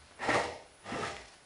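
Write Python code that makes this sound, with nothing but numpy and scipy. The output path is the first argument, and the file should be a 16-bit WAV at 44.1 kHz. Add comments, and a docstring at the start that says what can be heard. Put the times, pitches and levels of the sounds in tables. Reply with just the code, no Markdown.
"""Fleshing a wet hide

A two-handled knife is pushed twice down a hide on a wooden beam, the first time harder. The edge
catches and slips in dense tiny jerks that ring blade and beam and tear the membrane with a hiss.
It bumps over lumps, fat crackles, the stand booms. A bare workshop answers over faint air and whine."""
import sys
import numpy as np
from scipy import signal
from scipy.fft import rfft, irfft, next_fast_len
from scipy.io import wavfile
from scipy.ndimage import map_coordinates

SR = 44100
rng = np.random.default_rng(int(sys.argv[2]) if len(sys.argv) > 2 else 0)


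def transcribe(signal):
    """Save signal, clipped to [-1, 1], as a 16-bit WAV file at the path in sys.argv[1]."""
    frames = np.atleast_2d(signal).T
    limited = np.clip(frames, -1, 1)
    pcm = np.round(limited * 32767).astype(np.int16)
    wavfile.write(sys.argv[1], SR, pcm)


N = 63945


def amp(db):
    """Decibels to gain."""
    return 10 ** (np.asarray(db) / 20)


def unit(x):
    """Scale to rms 1."""
    return x / np.sqrt(np.mean(x ** 2) + 1e-20)


def along(points, hz):
    """Interpolate (Hz, value) points on a log frequency axis."""
    knots_hz, values = np.transpose(points)
    return np.interp(np.log(hz + 1), np.log(knots_hz + 1), values)


def seconds():
    """Time of every sample."""
    return np.arange(N) / SR


def wobble(knots_per_s):
    """Smooth random curve."""
    return map_coordinates(rng.standard_normal(2048), [seconds() * knots_per_s], mode="wrap")


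def swell(centre_s, sigma_s):
    """Gaussian envelope, peak 1."""
    return np.exp(-.5 * ((seconds() - centre_s) / sigma_s) ** 2)


def filtered(x, response):
    """Apply a gain given as a function of Hz."""
    size = next_fast_len(N + SR // 2)
    return irfft(rfft(x, size) * response(np.fft.rfftfreq(size, 1 / SR)), size)[:N]


def coloured(x, colour):
    """Shape x by (Hz, dB) points, then scale to rms 1."""
    return unit(filtered(x, lambda hz: amp(along(colour, hz))))


def ringing(x, modes):
    """Parallel resonances (Hz, width in Hz, dB) of alternating sign."""
    return filtered(x, lambda f: sum(
        (-1) ** k * amp(db) * 1j * f * width_hz / (hz * hz - f * f + 1j * f * width_hz)
        for k, (hz, width_hz, db) in enumerate(modes)))


def slips(rate_per_s=3500, spread_db=2):
    """Tiny jerks of the edge, random in time and size."""
    happens = rng.random(N) < rate_per_s / SR
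    size = amp(spread_db * np.minimum(rng.exponential(size=N), 4))
    return unit(happens * size * rng.choice([-1, 1], N))


def clumps(events, colour, sigma_s):
    """Brief swells of slips at (s, dB) events."""
    envelope = sum(amp(db) * swell(at_s, sigma_s) for at_s, db in events)
    return envelope * coloured(slips(), colour)


def background(air_db=-60, whine_hz=9882, drift_hz=22, whine_db=-70.5, flutter_db=2.5):
    """Steady air noise, a faint hum and a thin electrical whine."""
    # Air spectrum. Each row: frequency in Hz, relative level in dB.
    air_colour = [(25, 3), (80, -2.5), (150, -6), (260, -9), (620, -6), (1050, -8), (1900, -11),
                  (3300, -13.5), (4600, -16), (7000, -19), (10300, -22)]
    # Hum. Each row: frequency in Hz, level in dB.
    hum_tones = [(597.5, -78.5), (1491, -76)]
    t = seconds()
    whine = np.sqrt(2) * np.sin(2 * np.pi * np.cumsum(whine_hz + drift_hz * wobble(110)) / SR)
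    hum = sum(amp(db) * np.sqrt(2) * np.sin(2 * np.pi * hz * t + .5 * wobble(3.6))
              for hz, db in hum_tones)
    air = amp(air_db) * coloured(rng.standard_normal(N), air_colour)
    return air + amp(whine_db + flutter_db * wobble(36)) * whine + hum


def rustle(level_db=-63, end_s=0.16, fade_s=0.02):
    """The blade slides lightly back up the hide before the first push."""
    # Rustle spectrum. Each row: frequency in Hz, relative level in dB.
    colour = [(300, 0), (700, -4), (1700, -1.5), (3500, -7.5), (4400, -2.5), (7000, -18)]
    fade = np.clip((end_s - seconds()) / fade_s, 0, 1)
    return amp(level_db) * fade * coloured(slips(), colour)


def booms(jitter_rad=0.13):
    """The stand booms softly as the weight shifts."""
    # Booms. Each row: start in seconds, length in seconds, pitch in Hz, level in dB.
    shifts = [(-.06, 0.15, 74.6, -61), (0.354, .21, 81, -52.5), (0.947, 0.286, 78.8, -59),
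              (1.13, 0.17, 58, -58)]
    t = seconds()
    out = np.zeros(N)
    for start_s, length_s, hz, db in shifts:
        arch = np.sin(np.pi * np.clip((t - start_s) / length_s, 0, 1))
        out += amp(db) * np.sqrt(2) * arch * np.sin(2 * np.pi * hz * t + jitter_rad * wobble(33))
    return out


def touches():
    """The blade touches the hide lightly."""
    # Touches. Each row: centre in seconds, level in dB.
    contacts = [(.112, -51), (.123, -50), (1.424, -60)]
    # Touch spectrum. Each row: frequency in Hz, relative level in dB.
    colour = [(100, -16), (600, 1.5), (1700, -6), (3000, -15), (8000, -31)]
    return clumps(contacts, colour, sigma_s=0.0016)


def stroke(levels, rumble_db, attack_db_per_s=395.5, release_db_per_s=237):
    """One push: chattering slips rumble, scrape, rasp and hiss, and ring beam and blade."""
    # Spectra of the padded beam's rumble and the edge's scrape, rasp and hiss.
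    # Each row: frequency in Hz, relative level in dB.
    rumble = [(25, -27), (55, -8.5), (105, 1), (145, 0.5), (175, -5), (205, 0), (300, -11), (600, -56)]
    scrape = [(30, -53), (70, -27), (110, -10.5), (170, -14.5), (300, -4), (620, 2), (950, -2.5),
              (1300, -23), (2500, -30)]
    rasp = [(500, -50), (1000, 2.5), (1300, -1.5), (1470, -1), (1700, 2), (2050, 3), (2350, -3.5),
            (2800, -8), (3600, -16.5), (6000, -37)]
    hiss = [(1500, -39), (2900, 4.5), (3600, 3), (4050, 4), (4650, 0.5), (5250, 4), (6000, -2), (7300, -4),
            (8800, -6.5), (10400, -8.5)]
    # Beam and blade modes. Each row: frequency in Hz, width in Hz, relative dB in push 0, in push 1.
    beam = [(263, 18, -14, -5.5), (330.6, 16.5, -6, -9), (423, 81, -9, 0), (511.2, 32, -2, -6),
            (616.4, 14.7, 5, 0.5), (695.7, 17, 0, 1), (799, 30, 1.5, 0), (912, 29, -3, -2)]
    blade = [(1140, 42, -3.5, -1), (1237, 57, -9, 5), (1338, 26, 5.5, 0), (1843, 28, 2, 1.5),
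             (1930, 37, 0.5, -3), (2049, 25, -7, -14), (2210, 31, -4, -2), (2456, 19, 1, -4.5),
             (2720, 70, -6.5, -4.5)]
    scrape_db, rasp_db, hiss_db, beam_db, blade_db = -5, -3.5, -.5, -2.5, -5.5
    chatter_db, chatter_per_s = 1, 130
    push, rows = levels
    t = seconds()
    times_s, *curves_db = np.transpose(rows)
    fade_db = attack_db_per_s * np.maximum(times_s[0] - t, 0)
    fade_db += release_db_per_s * np.maximum(t - times_s[-1], 0)
    chatter = unit(amp(chatter_db * wobble(chatter_per_s)))
    low, mid, high = [amp(np.interp(t, times_s, db) - fade_db) * chatter for db in curves_db]
    layers = ((rumble, low, rumble_db), (scrape, low, scrape_db),
              (rasp, mid, rasp_db), (hiss, high, hiss_db))
    out = sum(amp(db) * force * coloured(slips(), colour) for colour, force, db in layers)
    for body, force, db in (beam, low, beam_db), (blade, mid, blade_db):
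        modes = [(hz, width_hz, gains_db[push]) for hz, width_hz, *gains_db in body]
        jerks = slips()
        out += amp(db) * ringing(force * jerks, modes) / np.std(ringing(jerks, modes))
    return out


def catches(sigma_s=0.0052, jitter_hz=108):
    """The edge catches hard: brief gritty creaks of nearly regular stick and slip."""
    # Creaks. Each row: centre in seconds, level in dB, pitch in Hz.
    creaks = [(.214, -41, 1810), (0.238, -35, 800), (.302, -28, 1900), (0.344, -30, 2160),
              (.357, -27.5, 1162), (0.378, -28.5, 664.5), (1.031, -38, 1280), (1.045, -46, 1290),
              (1.082, -65, 1296), (1.085, -42.5, 2020)]
    out = np.zeros(N)
    for at_s, db, hz in creaks:
        phase = 2 * np.pi * np.cumsum(hz + jitter_hz * wobble(700)) / SR
        out += amp(db) * np.sqrt(2) * swell(at_s, sigma_s) * np.sin(phase)
    return out


def bumps(attack_s=0.0014, knock_t60_s=0.046, thud_hz=118, thud_db=-16, thud_t60_s=0.19):
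    """The edge rides over lumps: padded knocks on the beam, each with a low thud."""
    # Lumps. Each row: start in seconds, level in dB, knock pitch in Hz.
    lumps = [(.289, -19.5, 302), (.921, -23.5, 246), (.927, -27, 281), (.958, -25, 506), (.986, -26.5, 424)]
    out = np.zeros(N)
    for start_s, db, hz in lumps:
        age_s = np.maximum(seconds() - start_s, 0)
        knock = amp(-60 * age_s / knock_t60_s) * np.sin(2 * np.pi * hz * age_s)
        thud = amp(thud_db - 60 * age_s / thud_t60_s) * np.sin(2 * np.pi * thud_hz * age_s)
        out += amp(db) * (1 - np.exp(-age_s / attack_s)) * (knock + thud)
    return out


def snaps(gain_db=-7, t60_s=0.0056):
    """Short wet cracks of tissue letting go."""
    # Cracks. Each row: start in seconds, relative level in dB.
    cracks = [(0.345, -8), (0.381, -35), (1.153, -27.5), (1.167, -23)]
    # Crack spectrum. Each row: frequency in Hz, relative level in dB.
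    colour = [(100, -25), (700, 15.5), (2000, 11.5), (4500, 0.5), (10000, -17)]
    t = seconds()
    envelope = sum((t >= at_s) * amp(db - 60 * np.abs(t - at_s) / t60_s) for at_s, db in cracks)
    return amp(gain_db) * envelope * coloured(rng.standard_normal(N), colour)


def squelches():
    """The hide peels off the blade in small squelches."""
    # Squelches. Each row: centre in seconds, level in dB.
    peels = [(1.214, -50), (1.257, -52), (1.286, -51.5), (1.322, -55), (1.340, -53)]
    # Squelch spectrum. Each row: frequency in Hz, relative level in dB.
    colour = [(200, -16), (700, -2.5), (1500, -2), (2300, -3.5), (3300, -7), (5200, -2), (7000, -9.5),
              (10000, -14.5)]
    return clumps(peels, colour, sigma_s=0.0053)


def workshop(x):
    """Room tail, each frequency dying at its own rate."""
    # Room decay. Each row: frequency in Hz, T60 in seconds.
    decay = [(100, 0.68), (300, 0.54), (680, 0.61), (1350, 0.32), (2150, 0.6), (3300, 0.54), (5200, 0.69),
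             (10000, 0.31)]
    hz, t, noise = signal.stft(rng.standard_normal(SR), SR, nperseg=256)
    t60_s = along(decay, hz)[:, None]
    decaying = noise * amp(-60 * t / t60_s) / np.sqrt(t60_s / t60_s.mean())
    tail = signal.istft(decaying, SR, nperseg=256)[1]
    response = np.pad(tail, (SR // 200, 0)) / np.linalg.norm(tail)  # 5 ms pre-delay
    return signal.fftconvolve(x, response)[:N]


def scene(direct_db=-2.5, room_db=-4.5):
    """Two pushes and their small sounds in the room; booms, rustle and background stay dry."""
    # Force curves of the pushes. Each row: time in seconds, then relative dB of the
    # low (rumble, scrape, beam), mid (rasp, blade) and high (hiss) drive.
    first = [(0.175, -63, -60, -65), (0.213, -37.5, -39, -59), (0.233, -38.5, -35.5, -43),
             (0.279, -33, -39.5, -48.5), (0.303, -33, -25.5, -40.5), (0.327, -33, -33.5, -41),
             (0.345, -29.5, -31, -40.5), (0.357, -25.5, -34.5, -39.5), (0.373, -29, -39, -43),
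             (0.44, -39.5, -46, -46.5)]
    second = [(0.865, -45.5, -48.5, -54.5), (0.871, -45, -47, -52), (0.947, -39.5, -37, -50.5),
              (0.959, -41.5, -44, -47), (0.999, -42.5, -41, -46.5), (1.025, -37.5, -38, -47),
              (1.077, -44, -40.5, -45), (1.117, -50, -53.5, -51.5), (1.221, -65, -62.5, -65),
              (1.225, -89, -63, -65)]
    small = bumps() + catches() + snaps() + squelches() + touches()
    sources = [stroke((0, first), rumble_db=-17.5), stroke((1, second), rumble_db=-11.5), small]
    work = sum(amp(direct_db) * x + amp(room_db) * workshop(x) for x in sources)
    return (work + booms() + rustle() + background())[None]


def record(dry, low_cut_hz=45, top_hz=10450):
    """Second-order low cut and a very steep top limit."""
    def response(hz):
        low_cut = hz ** 2 / np.hypot(hz ** 2, low_cut_hz ** 2)
        return low_cut / (1 + (hz / top_hz) ** 200)
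    return filtered(dry[0], response)[None]


dry = scene()
out = record(dry)
transcribe(out)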